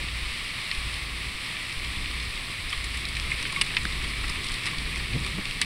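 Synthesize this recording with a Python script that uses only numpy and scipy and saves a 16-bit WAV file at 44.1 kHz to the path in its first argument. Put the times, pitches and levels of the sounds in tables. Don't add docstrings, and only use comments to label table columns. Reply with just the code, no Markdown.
import sys
import numpy as np
from scipy import signal
from scipy.fft import rfft, irfft
from scipy.io import wavfile

SR = 44100
rng = np.random.default_rng(int(sys.argv[2]) if len(sys.argv) > 2 else 0)


def to_linear_factor(level_db):
    exponent = np.asarray(level_db, float) / 20
    return 10 ** exponent


def materialize(psi):
    bounded = np.clip(np.atleast_2d(psi).T, -1, 1)
    quanta = np.round(bounded * 32767).astype(np.int16)
    wavfile.write(sys.argv[1], SR, quanta)


N = 249144


def rms_one(x):
    return x / np.sqrt(np.mean(x ** 2) + 1e-20)


def in_time(rows):
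    s, *columns = np.transpose(rows)
    return [np.interp(np.arange(N) / SR, s, c) for c in columns]


def drift(rate_hz):
    r = np.exp(-2 * np.pi * rate_hz / SR)
    noise = rng.standard_normal(N + SR)
    return rms_one(signal.lfilter([1], [1, -2 * r, r * r], noise)[SR:])


def band(x, low_hz, high_hz, order=2):
    return signal.sosfilt(signal.butter(order, [low_hz, high_hz], "band", fs=SR, output="sos"), x)


def causal_response(spectrum, size=8192):
    hz, db = np.transpose(spectrum)
    grid_hz = np.maximum(np.arange(size // 2 + 1) * SR / size, 1)
    cepstrum = irfft(np.log(to_linear_factor(np.interp(np.log(grid_hz), np.log(hz), db))))
    cepstrum[1:size // 2] *= 2
    cepstrum[size // 2 + 1:] = 0
    response = irfft(np.exp(rfft(cepstrum)))
    return response / np.sqrt(np.sum(response ** 2))


def through(x, response):
    return signal.fftconvolve(x, response)[:N]


def drops(per_s, spread_db, splash_s):
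    sizes = to_linear_factor(spread_db * np.minimum(rng.exponential(1, N), 3.5))
    struck = sizes * (rng.random(N) < per_s / SR)
    puffs = signal.lfilter([1], [1, -np.exp(-1 / (splash_s * SR))], struck ** 2)
    return rms_one(np.sqrt(puffs) * rng.standard_normal(N))


def rain():
    # start_s, hiss_db, extra_brightness_db, patter_above_hiss_db
    downpour = [
        (0.0, -34, -0.5, -13),
        (2.8, -35, 0.5, -7.5),
        (3.55, -34.5, 1, -2),
        (5.65, -35, 0.5, -4.5),
    ]
    hiss_db, bright_db, patter_db = in_time(downpour)
    far = rng.standard_normal(N) * to_linear_factor(0.55 * drift(6.6))
    near = to_linear_factor(-6.0) * drops(per_s=220, spread_db=6.5, splash_s=0.013)
    near += to_linear_factor(-4.5) * band(drops(per_s=47, spread_db=4.0, splash_s=0.002), 5400, 8600)
    near += to_linear_factor(-6) * band(drops(per_s=70, spread_db=1.5, splash_s=0.00046), 3560, 5300)
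    near += to_linear_factor(-5) * band(drops(per_s=90, spread_db=10.5, splash_s=0.00044), 2100, 7500)
    near += to_linear_factor(-5.5) * band(drops(per_s=36, spread_db=3.0, splash_s=0.0026), 1380, 2730)
    near += to_linear_factor(-14) * band(drops(per_s=40, spread_db=3.5, splash_s=0.008), 950, 1300)
    fall = far + to_linear_factor(patter_db) * near
    fall = fall + (to_linear_factor(bright_db) - 1) * band(fall, 7800, 21000)
    return to_linear_factor(hiss_db) * fall


def plinks():
    per_s, ring_cycles, level_db = 60, 32, -51
    sizes = to_linear_factor(4.3 * np.minimum(rng.exponential(1, N), 3))
    struck = sizes * (rng.random(N) < per_s / SR)
    out, chip = 0, rng.integers(0, 12, N)
    for k, hz in enumerate(np.geomspace(1900, 5000, num=12)):
        r, w = to_linear_factor(-60 * hz / ring_cycles / SR), 2 * np.pi * hz / SR
        resonator = [1, -2 * r * np.cos(w), r * r]
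        out = out + signal.lfilter([0, np.sin(w)], resonator, struck * (chip == k) + 1e-18)
    return to_linear_factor(level_db) * rms_one(out)


def wind():
    # start_s, gust_db
    gusts = [(0, -38.5), (.1, -45), (.7, -45.5), (1.0, -44), (1.65, -46), (1.95, -42.5), (2.65, -45),
             (3.4, -42), (3.85, -41.5), (4.3, -40.5), (4.5, -42), (4.75, -40), (5.1, -41.5), (5.17, -35),
             (5.25, -38.5), (5.45, -43.5), (5.65, -41.5)]
    # pitch_hz, level_db per Hz
    wind_colour = [(41, -61.5), (70, -1), (129, 0), (199, -6.5), (387, -12.5), (454, -15), (900, -34.5),
                   (1170, -19), (1980, -120)]
    rumble_mean_db, rumble_follows, rumble_lumps_db = -42, 1, 3
    gust_db, = in_time(gusts)
    rumble = rms_one(band(rng.standard_normal(N + SR), 15.6, 36)[SR:])
    rumble_db = rumble_mean_db + rumble_follows * (gust_db - gust_db.mean()) + rumble_lumps_db * drift(7.7)
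    flutter = rms_one(through(rng.standard_normal(N), causal_response(wind_colour)))
    return to_linear_factor(rumble_db) * rumble + to_linear_factor(gust_db + 0.5 * drift(39)) * flutter


def jolt(since, level_db):
    return to_linear_factor(level_db) * np.sin(np.pi * np.clip(since / 0.027, 0, 1)) ** 2


def motor():
    # start_s, length_s, level_db, pitch_hz, sag_hz_per_s
    runs = [
        (-.232, 0.55, -35.5, 58.8, 7.1),
        (0.77, 0.57, -35.5, 55.5, .5),
        (1.766, .55, -36.5, 58.6, 0.51),
        (2.769, 0.63, -36, 58.5, 3),
        (3.79, .52, -34.5, 58.6, 12),
        (4.769, .62, -35, 56.8, 5),
    ]
    spin_up_s, spin_down_s, idle_db = 0.012, 0.016, -49
    start_jolt_db, stop_jolt_db = -28, -33.5
    t, waver = np.arange(N) / SR, 1 + 0.039 * drift(12.2)
    bearings = rms_one(band(rng.standard_normal(N + SR), 34, 84)[SR:])
    out = to_linear_factor(idle_db) * bearings
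    for start, length, level_db, hz, sag in runs:
        since = t - start
        running = np.clip(np.minimum(since / spin_up_s, (length - since) / spin_down_s), 0, 1)
        phase = 2 * np.pi * np.cumsum((hz - sag * since) * waver) / SR
        out = out + to_linear_factor(level_db) * running * (1.16 * np.sin(phase) + to_linear_factor(-13.5) * bearings)
        out = out + jolt(since, start_jolt_db) - jolt(since - length, stop_jolt_db)
    return out


def electronics():
    # pitch_hz, level_db rms
    whistle = [
        (7865, -67),
        (15735, -84),
    ]
    t = np.arange(N) / SR
    whistles = sum(np.sqrt(2) * to_linear_factor(db) * np.sin(2 * np.pi * hz * t) for hz, db in whistle)
    hiss = rms_one(band(rng.standard_normal(N), 9000, 19000))
    return whistles + to_linear_factor(-64 + 3.5) * hiss


def stone_rows():
    # start_s, peak_db, hardness, focus_db
    paving = [(.0842, -24, 0.99, 18), (1.5673, -25, 1.2, 14), (2.0582, -23.5, .9, 14),
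              (2.376, -30, 1.4, 13), (2.809, -29.5, 0.98, 7), (2.9444, -32, 1.8, 4),
              (3.382, -33.5, 1.5, 13), (3.4266, -26, 1.4, 3), (3.737, -28, .2, 7), (3.7754, -29, 0.86, 8),
              (4.2803, -27, 1.4, 6), (4.2986, -30, 1.3, 1), (4.356, -26, 1.05, 17), (4.583, -34, .9, 3),
              (4.9272, -31.5, 1.2, 9), (4.969, -24.5, 1.25, 16), (5.1326, -23, 1.35, 18),
              (5.3827, -29, 0.4, 9)]
    # start_s, peak_db, hardness, focus_db
    gravel = [(.717, -32, 1.2, 18), (.7494, -31, 2.05, 9), (.9394, -27.5, 2.1, 10), (2.1994, -27, 1.6, 13),
              (2.7025, -32, 2.4, 10), (2.8424, -30, 3.2, 1), (2.9724, -32, 2.4, 4), (3.0864, -30, 2.34, 11),
              (3.524, -29, 2.33, 12), (3.663, -29, 1.6, 8), (3.815, -34, 1.65, 14), (3.9234, -26, 1.95, 14),
              (4.443, -29, 2.4, 7), (4.466, -29, 2.2, 10), (4.5184, -29, 2.3, 7), (4.5404, -27.5, 2.24, 8),
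              (4.558, -30, 1.65, 14), (4.7835, -25, 1.95, 10), (5.2628, -28.5, 1.2, 2)]
    # start_s, peak_db, hardness, focus_db
    snaps = [(.7138, -15, 1.56, 32), (2.059, -35, 1.5, 15), (2.2, -29, 1.3, 23), (3.0535, -18.5, 2.2, 20),
             (3.400, -26, 1.7, 13), (3.523, -32, 3.2, 8), (3.7675, -13, 1.5, 30), (3.8525, -23.5, 1.1, 4),
             (4.2975, -34, 2.5, 10), (4.4865, -19, 2, 17), (5.6153, -14.5, 3.4, 2)]
    # start_s, peak_db, hardness, focus_db, burst_s
    shatters = [(2.7287, -26, 0.77, 7, .0077), (3.3165, -30, 0.91, 20, 0.0082),
                (3.4531, -24.5, 1.1, 11, 0.013), (3.5618, -32, .6, 4, 0.006),
                (3.6124, -15, 1.57, 3.5, 0.0074), (3.7673, -17, 0.71, 9.5, .008),
                (4.0407, -29, 0.7, 5, 0.013), (4.2393, -27, 0.6, 8, .0084), (4.6566, -28, 0.97, 2, 0.0084),
                (4.6653, -23, 1.45, 6, .0074), (4.671, -24, 0.84, 6, .0094), (4.685, -33, 0.55, 7, .0098),
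                (5.6151, -18.5, 1.33, 6, 0.011)]
    kinds = [(paving, 0.0038), (gravel, 0.0051), (snaps, 0.002)]
    small = [(*row, burst_s) for rows, burst_s in kinds for row in rows]
    return np.transpose(small + list(shatters))[:, :, None]


def hailstones(port):
    edges_hz = [800, 1650, 3200, 5500, 11000]
    lingers = (1.11, 1.34, 0.81, 1.3)
    focus_share = (2.6, 0.88, 0.93, 1.26)
    s, peak_db, hardness, focus_db, burst_s = stone_rows()
    t = np.arange(2048) / SR
    noise, stones = rng.standard_normal((len(s), len(t))), 0
    away = np.abs(np.arange(len(lingers))[:, None, None] - hardness)
    away = away - away.min(axis=0)
    levels_db = peak_db - np.abs(focus_db) * away * np.reshape(focus_share, (-1, 1, 1))
    for low, high, level_db, linger in zip(edges_hz, edges_hz[1:], levels_db, lingers):
        shape = np.exp(-(t / (burst_s * linger)) ** 2) + to_linear_factor(-35.0) * np.exp(-t / 0.015)
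        energy = np.sum(shape ** 2, axis=1)
        bursts = shape * noise
        bursts[:, 0] += 0.4 * np.sqrt(energy)
        part = signal.fftconvolve(band(bursts, low, high, order=3), port[None, :1024])[:, :len(t)]
        even = np.sqrt(energy / np.sum(part ** 2, axis=1))
        stones = -stones + to_linear_factor(level_db - 5.0) * even[:, None] * part
    out = np.zeros(N + len(t))
    for start, stone in zip(s[:, 0], stones):
        out[round(start * SR):][:len(t)] += stone
    return out[:N]


def rings():
    # start_s, peak_db, pitch_hz, t60_s
    struck_notes = [(2.7282, -24, 2360, 0.03), (3.3176, -9, 2150, 0.035), (3.3158, -11, 2470, 0.03),
                    (3.3802, -18, 2200, 0.03), (3.5618, -13.5, 2190, 0.048), (3.7673, -31, 2170, 0.03),
                    (5.6151, -18, 1940, 0.041), (2.7277, -12.5, 3140, 0.03), (3.6132, -7, 2910, 0.038),
                    (3.7668, -14, 2950, 0.027), (5.6166, -20, 3000, 0.021), (2.7302, -21.5, 1160, 0.05),
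                    (3.5259, -20, 1080, 0.032), (3.5713, -25.5, 1120, 0.3), (4.7321, -26, 1060, 0.074),
                    (5.2644, -33, 1200, 0.05), (5.3844, -37, 1100, 0.056), (3.4526, -24, 1570, 0.028),
                    (3.8524, -4, 1640, 0.0095), (2.6948, -13, 5100, 0.0087), (3.4256, -29, 5960, 0.028),
                    (3.6127, -15, 5400, 0.011), (4.2971, -12, 5100, 0.011), (5.6146, -17, 5140, 0.01)]
    out, t = np.zeros(N + 4096), np.arange(4096) / SR
    for s, level_db, hz, t60 in struck_notes:
        decay = to_linear_factor(level_db - 6.5 - 60 * t / t60)
        onset = np.minimum(t / 0.001, 1)
        out[round(s * SR):][:len(t)] += decay * np.sin(2 * np.pi * hz * t) * onset
    return out[:N]


def slips():
    # end_s, level_db, start_hz, end_hz, length_s
    hand_slips = [
        (3.857, -28, 120, 240, 0.01095),
        (5.162, -26.5, 59.4, 135.6, 0.07),
        (5.387, -31.5, 106.2, 190.8, .085),
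    ]
    release_db, release_s = -5.5, 0.012
    out, t = 0, np.arange(N) / SR
    rough = rms_one(band(rng.standard_normal(N), 120, 378))
    for end, level_db, start_hz, end_hz, length in hand_slips:
        along = np.clip((t - end) / length + 1, 0, 4 / 3)
        phase = 2 * np.pi * length * (start_hz * along + (end_hz - start_hz) * along ** 2 / 2)
        swell = np.sin(np.pi * (along * 3 / 4) ** 1.8)
        push = swell * (np.sin(phase) + 0.2 * np.sin(2 * phase))
        thud = to_linear_factor(release_db) * np.exp(-((t - end) / min(release_s, length / 3)) ** 2) * rough
        out = out + to_linear_factor(level_db) * (push + thud)
    return out


def scene():
    # pitch_hz, level_db per Hz
    microphone = [(290, -48), (500, -16.5), (874, -13.5), (1140, -4.5), (1530, -12), (1840, -2),
                  (2250, 2.5), (3010, -3.5), (3440, -3), (4250, -5), (5120, -11), (6600, -25.5),
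                  (8050, -15.5), (9200, -13.5), (12000, -29.5), (15600, -49), (22000, -120)]
    port = causal_response(microphone)
    street = through(rain(), port) + hailstones(port) + rings()
    handling = slips()
    camera = wind() + motor() + electronics()
    mono = street + handling + camera + plinks()
    return np.array([mono, mono])


def low_pass(x):
    return signal.sosfilt(signal.butter(12, 16510, fs=SR, output="sos"), x)


def record(dry):
    headroom, cutoff_hz = 0.6, 15790
    spectrum = rfft(headroom * np.tanh(dry / headroom))
    spectrum[:, int(cutoff_hz * N / SR):] = 0
    return low_pass(irfft(spectrum, N))


dry = scene()
out = record(dry)
materialize(out)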